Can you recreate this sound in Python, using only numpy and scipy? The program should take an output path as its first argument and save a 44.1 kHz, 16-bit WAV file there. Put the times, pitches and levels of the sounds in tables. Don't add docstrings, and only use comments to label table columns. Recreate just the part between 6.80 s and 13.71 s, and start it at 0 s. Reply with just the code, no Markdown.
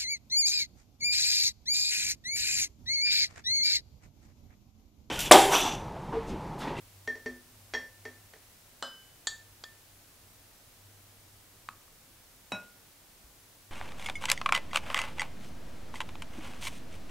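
import sys
import numpy as np
from scipy import signal
from scipy.fft import rfft, irfft
from scipy.io import wavfile

SR = 44100
rng = np.random.default_rng(int(sys.argv[2]) if len(sys.argv) > 2 else 0)


def unload_audio(sound):
    columns = np.transpose(np.atleast_2d(sound))
    steps = np.round(np.clip(columns, -1, 1) * 32767)
    wavfile.write(sys.argv[1], SR, steps.astype(np.int16))


def invert_db(level):
    return 10 ** (np.asarray(level, dtype=float) / 20)


N = 304730
T = np.arange(N) / SR

# start_s, crack_db, table_db, jar_air_db, jar_wall_db
JUG_KNOCKS = [
    (0.2754, -21, -46, -36.5, -53.5),
    (0.354, -33, -53, -47, -69),
    (0.46, -23.5, -38, -34, -65),
    (0.9372, -16, -50, -38.5, -38.5),
    (.949, -20.5, -57, -44.5, -58),
    (1.253, -25, -51, -41, -61.5),
    (1.536, -33, -82, -55, -76),
]
# pitch_hz, level_db, t60_s
TABLE_MODES = [(248.3, -4, 0.52), (352, -13, 0.57), (251.7, -11.5, 0.65), (318, -15, 0.024)]
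# pitch_hz, level_db, t60_s
JAR_AIR_MODES = [(438.6, 1.5, 0.17), (382, -7.5, 0.22), (547, -23.5, 0.45), (613, -10, 0.11),
                 (376, -7, 0.12)]
# pitch_hz, level_db, t60_s
JAR_WALL_MODES = [(3266, 3, .26), (3290, 2, .09), (4588, -5, .15), (5571, -3, .27), (5603, -8, .24),
                  (5537, -8, .16), (2030, -2, .2), (4030, -8, .1), (6476, -14, .15), (2120, -4, .08),
                  (2400, -8, .05)]
# pitch_hz, level_db, t60_s
JUG_WALL_MODES = [(2110, -0.5, .08), (2370, -12, 0.054), (2770, -12, 0.065), (4590, -7.5, 0.12),
                  (5595, -15, .14), (6040, -26, 0.072)]
# pitch_hz, level_db per Hz
KNOCK_COLOUR = [(88, -23), (150, -15), (525, -2), (1280, -12.5), (1910, -3), (2740, -19), (3250, -14.5),
                (3850, -22.5), (4400, -12.5), (5020, -20), (5630, -15.5), (7070, -23), (14000, -46.5)]

RIM_BLOWS = [
    (.27532, -32, -23, -43, -63),
    (.35474, -45, -43, -145, -97),
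    (.46126, -39, -32, 79, -123),
    (.93637, -29, -29, -94, -20),
    (.9492, -27, -28, 77, 141),
    (1.2522, -47, -37, 55, -42),
    (1.53674, -66, -60, -108, -144),
    (2.47101, -36.5, -46, 50, 15),
    (2.83785, -48, -62, 86, -165),
]
# pitch_hz, t60_s
RIM_TWINS = [(1775.5, .44), (1784.3, .354), (1803.3, .204), (1822, .144)]
# pitch_hz, t60_s
FREE_JAR_TWINS = [(1770.6, .4), (1785.2, .36)]

# start_s, crack_db, ring_db
BOWL_BLOWS = [
    (2.0252, -16, -38.5),
]
# pitch_hz, level_db, t60_s
BOWL_MODES = [(1567, -9, .6), (1581, -10, .45), (3009, 0, .64), (5013.6, -9, .36), (7504, -7, .09),
              (4200, -12, .15), (5890, -20, .3), (253, -14, .35), (668, -5, .18), (546, -12, .3),
              (572, -11, .3), (1107, -9, .18), (915, -14, .3), (1290, -12, .2)]
# pitch_hz, level_db per Hz
BOWL_COLOUR = [(88, -49), (150, -8.5), (1330, 7.5), (1800, 1), (2400, -15), (3010, -4.5), (4230, 1.5),
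               (5420, -22), (5850, -4), (6940, -17), (7630, -6.5), (10100, -23), (14000, -44)]

# start_s, crack_db, ring_db
HARD_TAPS = [
    (2.4708, -10.5, -34.5),
]
# start_s, crack_db, ring_db
SOFT_TAPS = [
    (2.8380, -23.5, -56),
]
# pitch_hz, level_db, t60_s
TAP_MODES = [(4564, 0, .12), (4594, -6, .11), (4516, -11, .16), (6842, -8, .25), (6805, -11, .15),
             (5534, -16, .2), (3500, -8, .1), (3800, -8, .12), (7250, -8, .1)]
# pitch_hz, level_db per Hz
HARD_TAP_COLOUR = [(120, -85), (200, -19.5), (1330, -8), (1880, -7), (2600, -21.5), (3300, 0), (4410, 0.5),
                   (4750, -9), (5110, -19), (7090, 2.5), (8500, -10), (10000, -27), (11800, -25),
                   (15500, -51)]
# pitch_hz, level_db per Hz
SOFT_TAP_COLOUR = [(120, -53), (200, -9), (1670, -1.5), (2700, -14), (3050, -13), (3320, 7.5), (3740, -7),
                   (4370, 1.5), (6050, -10), (7560, -9), (10100, -43), (12000, -32), (15600, -62),
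                   (22000, -120)]

# start_s, crack_db, ring_db
LIP_BLOWS = [
    (4.8883, -23.5, -30),
    (5.08, -53, -53),
]
# pitch_hz, level_db, t60_s
SPOON_MODES = [(1220, 2.5, 0.013), (1970, -15, 0.0081), (1260, -36, 0.45), (1420, -30, .12),
               (1130, -30, .2), (4270, -14, 0.0047)]
# pitch_hz, level_db per Hz
LIP_COLOUR = [(180, -39), (300, -40), (1220, -2), (3380, -25), (4400, -19.5), (5130, -35), (6470, -30),
              (12000, -44), (15600, -73), (22000, -120)]

# start_s, crack_db, ring_db
DISH_BLOWS = [
    (5.7197, -18.5, -36.5),
    (5.7475, -31, -74),
]
# pitch_hz, level_db, t60_s
DISH_MODES = [(1434, -1, .38), (1441, -2, .25), (2537, 1, .2), (2552, -7, .17), (3892, 3, .16),
              (5444, -11, .2), (7241, -18, .1), (106, -14, .3), (187, -8, .46), (207, -5, .24),
              (236, -2, .12), (267, -5, .13), (609, -2, .2), (623, -4, .15), (960, -2, .04),
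              (8880, -14, .05)]
# pitch_hz, level_db per Hz
DISH_COLOUR = [(59, -45), (100, -3), (819, 8.5), (2060, -2), (2620, 4), (3260, -10), (3910, -9),
               (4500, -40), (5390, -8.5), (8200, -17), (8890, -16), (12000, -32), (15600, -74),
               (22000, -120)]

# start_s, level_db, pitch_hz, t60_s
TABLE_THUMPS = [
    (0.501, -57, 57, 0.44),
    (.94, -51, 63.6, 0.46),
    (2.70, -57, 60, 0.24),
    (6.44, -55.5, 53.6, 0.48),
]
# pitch_hz, t60_s
ECHO_T60 = [(100, 0.38), (500, 0.34), (2000, 0.31), (6000, 0.34), (12000, 0.27)]
# peak_s, level_db, time to fade by 20 dB fade_s (negative = still growing)
MOTOR_SURGES = [(.03, -60, 0.1), (.17, -57, .5), (.5, -68, 0.4), (.82, -60, 0.27), (1.22, -58.5, .5),
                (1.45, -67, 0.1), (1.7, -73, 1), (2.35, -63, 0), (2.55, -63.5, .5), (2.72, -69.5, .5),
                (3.12, -69.5, 0.6), (3.48, -67, .5), (4.06, -58, 0.46), (4.52, -67.5, 0.8),
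                (4.97, -66, 0.05), (5.33, -70, 0.4), (6.83, -66.5, -4)]
# pitch_hz, level_db per Hz
HISS_MID_COLOUR = [(12, -25), (20, -0.5), (55, -2), (76, -5), (104, -2), (186, -9), (290, -8.5),
                   (394, -11.5), (688, -11.5), (1050, -14), (2930, -16.5), (14300, -17.5), (15600, -19)]
# pitch_hz, level_db per Hz
HISS_SIDE_COLOUR = [(12, -41), (20, 1), (106, -0.5), (728, -3), (1310, -3.5), (1590, -3.5), (2220, -3.5),
                    (2850, -3), (15600, -5)]

RING_TO_ROOM_DB = -13.5


def rms_one(x):
    return x / np.sqrt(np.mean(x ** 2) + 1e-20)


def at_hz(points, hz):
    table_hz, values = np.array(points)[:, 0], np.array(points)[:, 1]
    return np.interp(np.log(hz + 1), np.log(table_hz), values)


def ring(times, levels_db, modes):
    clicks, out = np.full(N, 1e-18), 0
    clicks[np.round(np.array(times) * SR).astype(int)] = invert_db(np.array(levels_db))
    for k, (pitch_hz, level_db, t60_s) in enumerate(modes):
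        decay = invert_db(-60 / (t60_s * SR))
        turn = 2 * np.pi * pitch_hz / SR
        strike = [0, invert_db(level_db) * np.sin(turn)]
        resonance = [1, -2 * decay * np.cos(turn), decay * decay]
        out = out + (-1) ** k * signal.lfilter(strike, resonance, clicks)
    return out


def cracks(times, levels_db, colour, firm, spread_s):
    size = 2048
    out, t, bins = np.zeros(N), T[:size], np.arange(size // 2 + 1)
    cepstrum = irfft(np.log(invert_db(at_hz(colour, bins * SR / size))))
    cepstrum[1:size // 2] *= 2
    pulse = rfft(irfft(np.exp(rfft(cepstrum[:size // 2 + 1], size))))
    pulse /= abs(irfft(pulse)).max()
    g = np.clip(firm, 0.72, 0.95)
    give = 1 - np.exp(-t / 0.000067)
    for start_s, level_db in zip(times, levels_db):
        lags = np.round(spread_s * SR * rng.uniform(0.2, 1, (3, 1)))
        delay = np.exp(-2j * np.pi * lags * bins / size)
        scatter = np.prod((g - delay) / (1 - g * delay), axis=0)
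        i = round(start_s * SR)
        out[i:i + size] += invert_db(level_db) * irfft(pulse * scatter) * give
    return out


def struck(blows, modes, colour, firm, spread_s, wet_db):
    start_s, crack_db, ring_db = np.transpose(blows)
    crack = cracks(start_s, crack_db, colour, firm, spread_s)
    body = ring(start_s, ring_db, modes)
    return crack + body, invert_db(wet_db) * crack + invert_db(RING_TO_ROOM_DB) * body


def jug_on_jar():
    start_s, crack_db, table_db, air_db, wall_db = np.transpose(JUG_KNOCKS)
    body = ring(start_s, table_db, TABLE_MODES)
    body = body + ring(start_s, air_db, JAR_AIR_MODES)
    body = body + ring(start_s, wall_db, JAR_WALL_MODES)
    body = body + ring(start_s, air_db - 8, JUG_WALL_MODES)
    crack = cracks(start_s, crack_db, KNOCK_COLOUR, firm=0.78, spread_s=0.0012)
    return crack + body, invert_db(-4.5) * crack + invert_db(RING_TO_ROOM_DB) * body


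def glass_rims():
    jug_off_s, swell_s = 2, 0.0015
    out, t = np.zeros(N), T[:SR // 2]
    swell = 1 - np.exp(-t / swell_s)
    for start_s, jar_db, jug_db, jar_deg, jug_deg in RIM_BLOWS:
        modes = RIM_TWINS if start_s < jug_off_s else [*FREE_JAR_TWINS, *RIM_TWINS[2:]]
        twins = np.array([invert_db(-60 * t / t60_s) * np.sin(2 * np.pi * hz * t) for hz, t60_s in modes])
        jar = invert_db(jar_db) * np.exp(1j * np.radians(jar_deg))
        jug = invert_db(jug_db) * np.exp(1j * np.radians(jug_deg))
        shares = np.array([jar.real, jar.imag, jug.real, jug.imag])
        i = round(start_s * SR)
        out[i:i + len(t)] += shares @ twins * swell
    return out


def spoon_leaves_bowl():
    return struck(BOWL_BLOWS, BOWL_MODES, BOWL_COLOUR, firm=0.77, spread_s=0.001, wet_db=-6.5)


def spoon_taps_jar_hard():
    return struck(HARD_TAPS, TAP_MODES, HARD_TAP_COLOUR, firm=0.8, spread_s=0.0012, wet_db=-10.5)


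def spoon_taps_jar_lightly():
    return struck(SOFT_TAPS, TAP_MODES, SOFT_TAP_COLOUR, firm=0.62, spread_s=0.0008, wet_db=-15)


def spoon_on_lip():
    return struck(LIP_BLOWS, SPOON_MODES, LIP_COLOUR, firm=0.93, spread_s=0.0005, wet_db=-18)


def dish_set_down():
    return struck(DISH_BLOWS, DISH_MODES, DISH_COLOUR, firm=0.62, spread_s=0.0011, wet_db=-6.5)


def table_thumps():
    return sum(ring([start_s], [level_db], [(pitch_hz, 0, t60_s)])
               for start_s, level_db, pitch_hz, t60_s in TABLE_THUMPS)


def kitchen(x):
    first_echo_s = 0.0052
    t, out = T[:SR * 3 // 4], 0
    onset = np.clip((t - first_echo_s) / 0.0012, 0, 1)
    for low_hz in 60 * 2. ** np.arange(8):
        white = rng.standard_normal((2, len(t))) * onset
        octave = signal.butter(2, [low_hz, 2 * low_hz], "band", fs=SR, output="sos")
        band = signal.sosfilt(octave, white)
        out = out + band * invert_db(-60 * t / at_hz(ECHO_T60, 0.66 * low_hz))
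    out = out / np.sqrt(np.sum(out[0] ** 2))
    return signal.fftconvolve(x[None], out, axes=1)[:, :N]


def motor_hum():
    motor_hz, rise_s, waver_hz, waver_rad = 98.8, 0.13, 3.2, 0.8
    peak_s, level_db, fade_s = np.transpose(MOTOR_SURGES)[:, :, None]
    t = T[::64]
    drop = np.maximum((peak_s - t) / rise_s, (t - peak_s) / fade_s)
    level = np.sum(invert_db(level_db - 20 * drop), axis=0)
    slow = signal.butter(2, waver_hz, fs=SR / 64, output="sos")
    waver = rms_one(signal.sosfilt(slow, rng.standard_normal(len(t))))
    phase = 2 * np.pi * motor_hz * T + waver_rad * np.interp(T, t, waver)
    return np.sqrt(2) * np.interp(T, t, level) * np.sin(phase)


def hiss(colour):
    hz = np.arange(N // 2 + 1) * SR / N
    gain = invert_db(at_hz(colour, np.minimum(hz, 15000))) * (hz < 15770)
    return rms_one(irfft(rfft(rng.standard_normal(N)) * gain, N))


def scene():
    direct, sent = np.sum([jug_on_jar(), spoon_leaves_bowl(), spoon_taps_jar_hard(),
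                           spoon_taps_jar_lightly(), spoon_on_lip(), dish_set_down()], axis=0)
    rims = glass_rims()
    echo, echo_side = kitchen(sent + invert_db(-18) * rims)
    mid = direct + rims + echo + table_thumps() + motor_hum() + invert_db(-59.5) * hiss(HISS_MID_COLOUR)
    side = invert_db(-43) * echo_side + invert_db(-63) * hiss(HISS_SIDE_COLOUR)
    return np.array([mid + side, mid - side])


def roll_off(x):
    return signal.sosfilt(signal.butter(12, 16910, fs=SR, output="sos"), x)


def record(dry):
    return roll_off(dry)


dry = scene()
out = record(dry)
unload_audio(out)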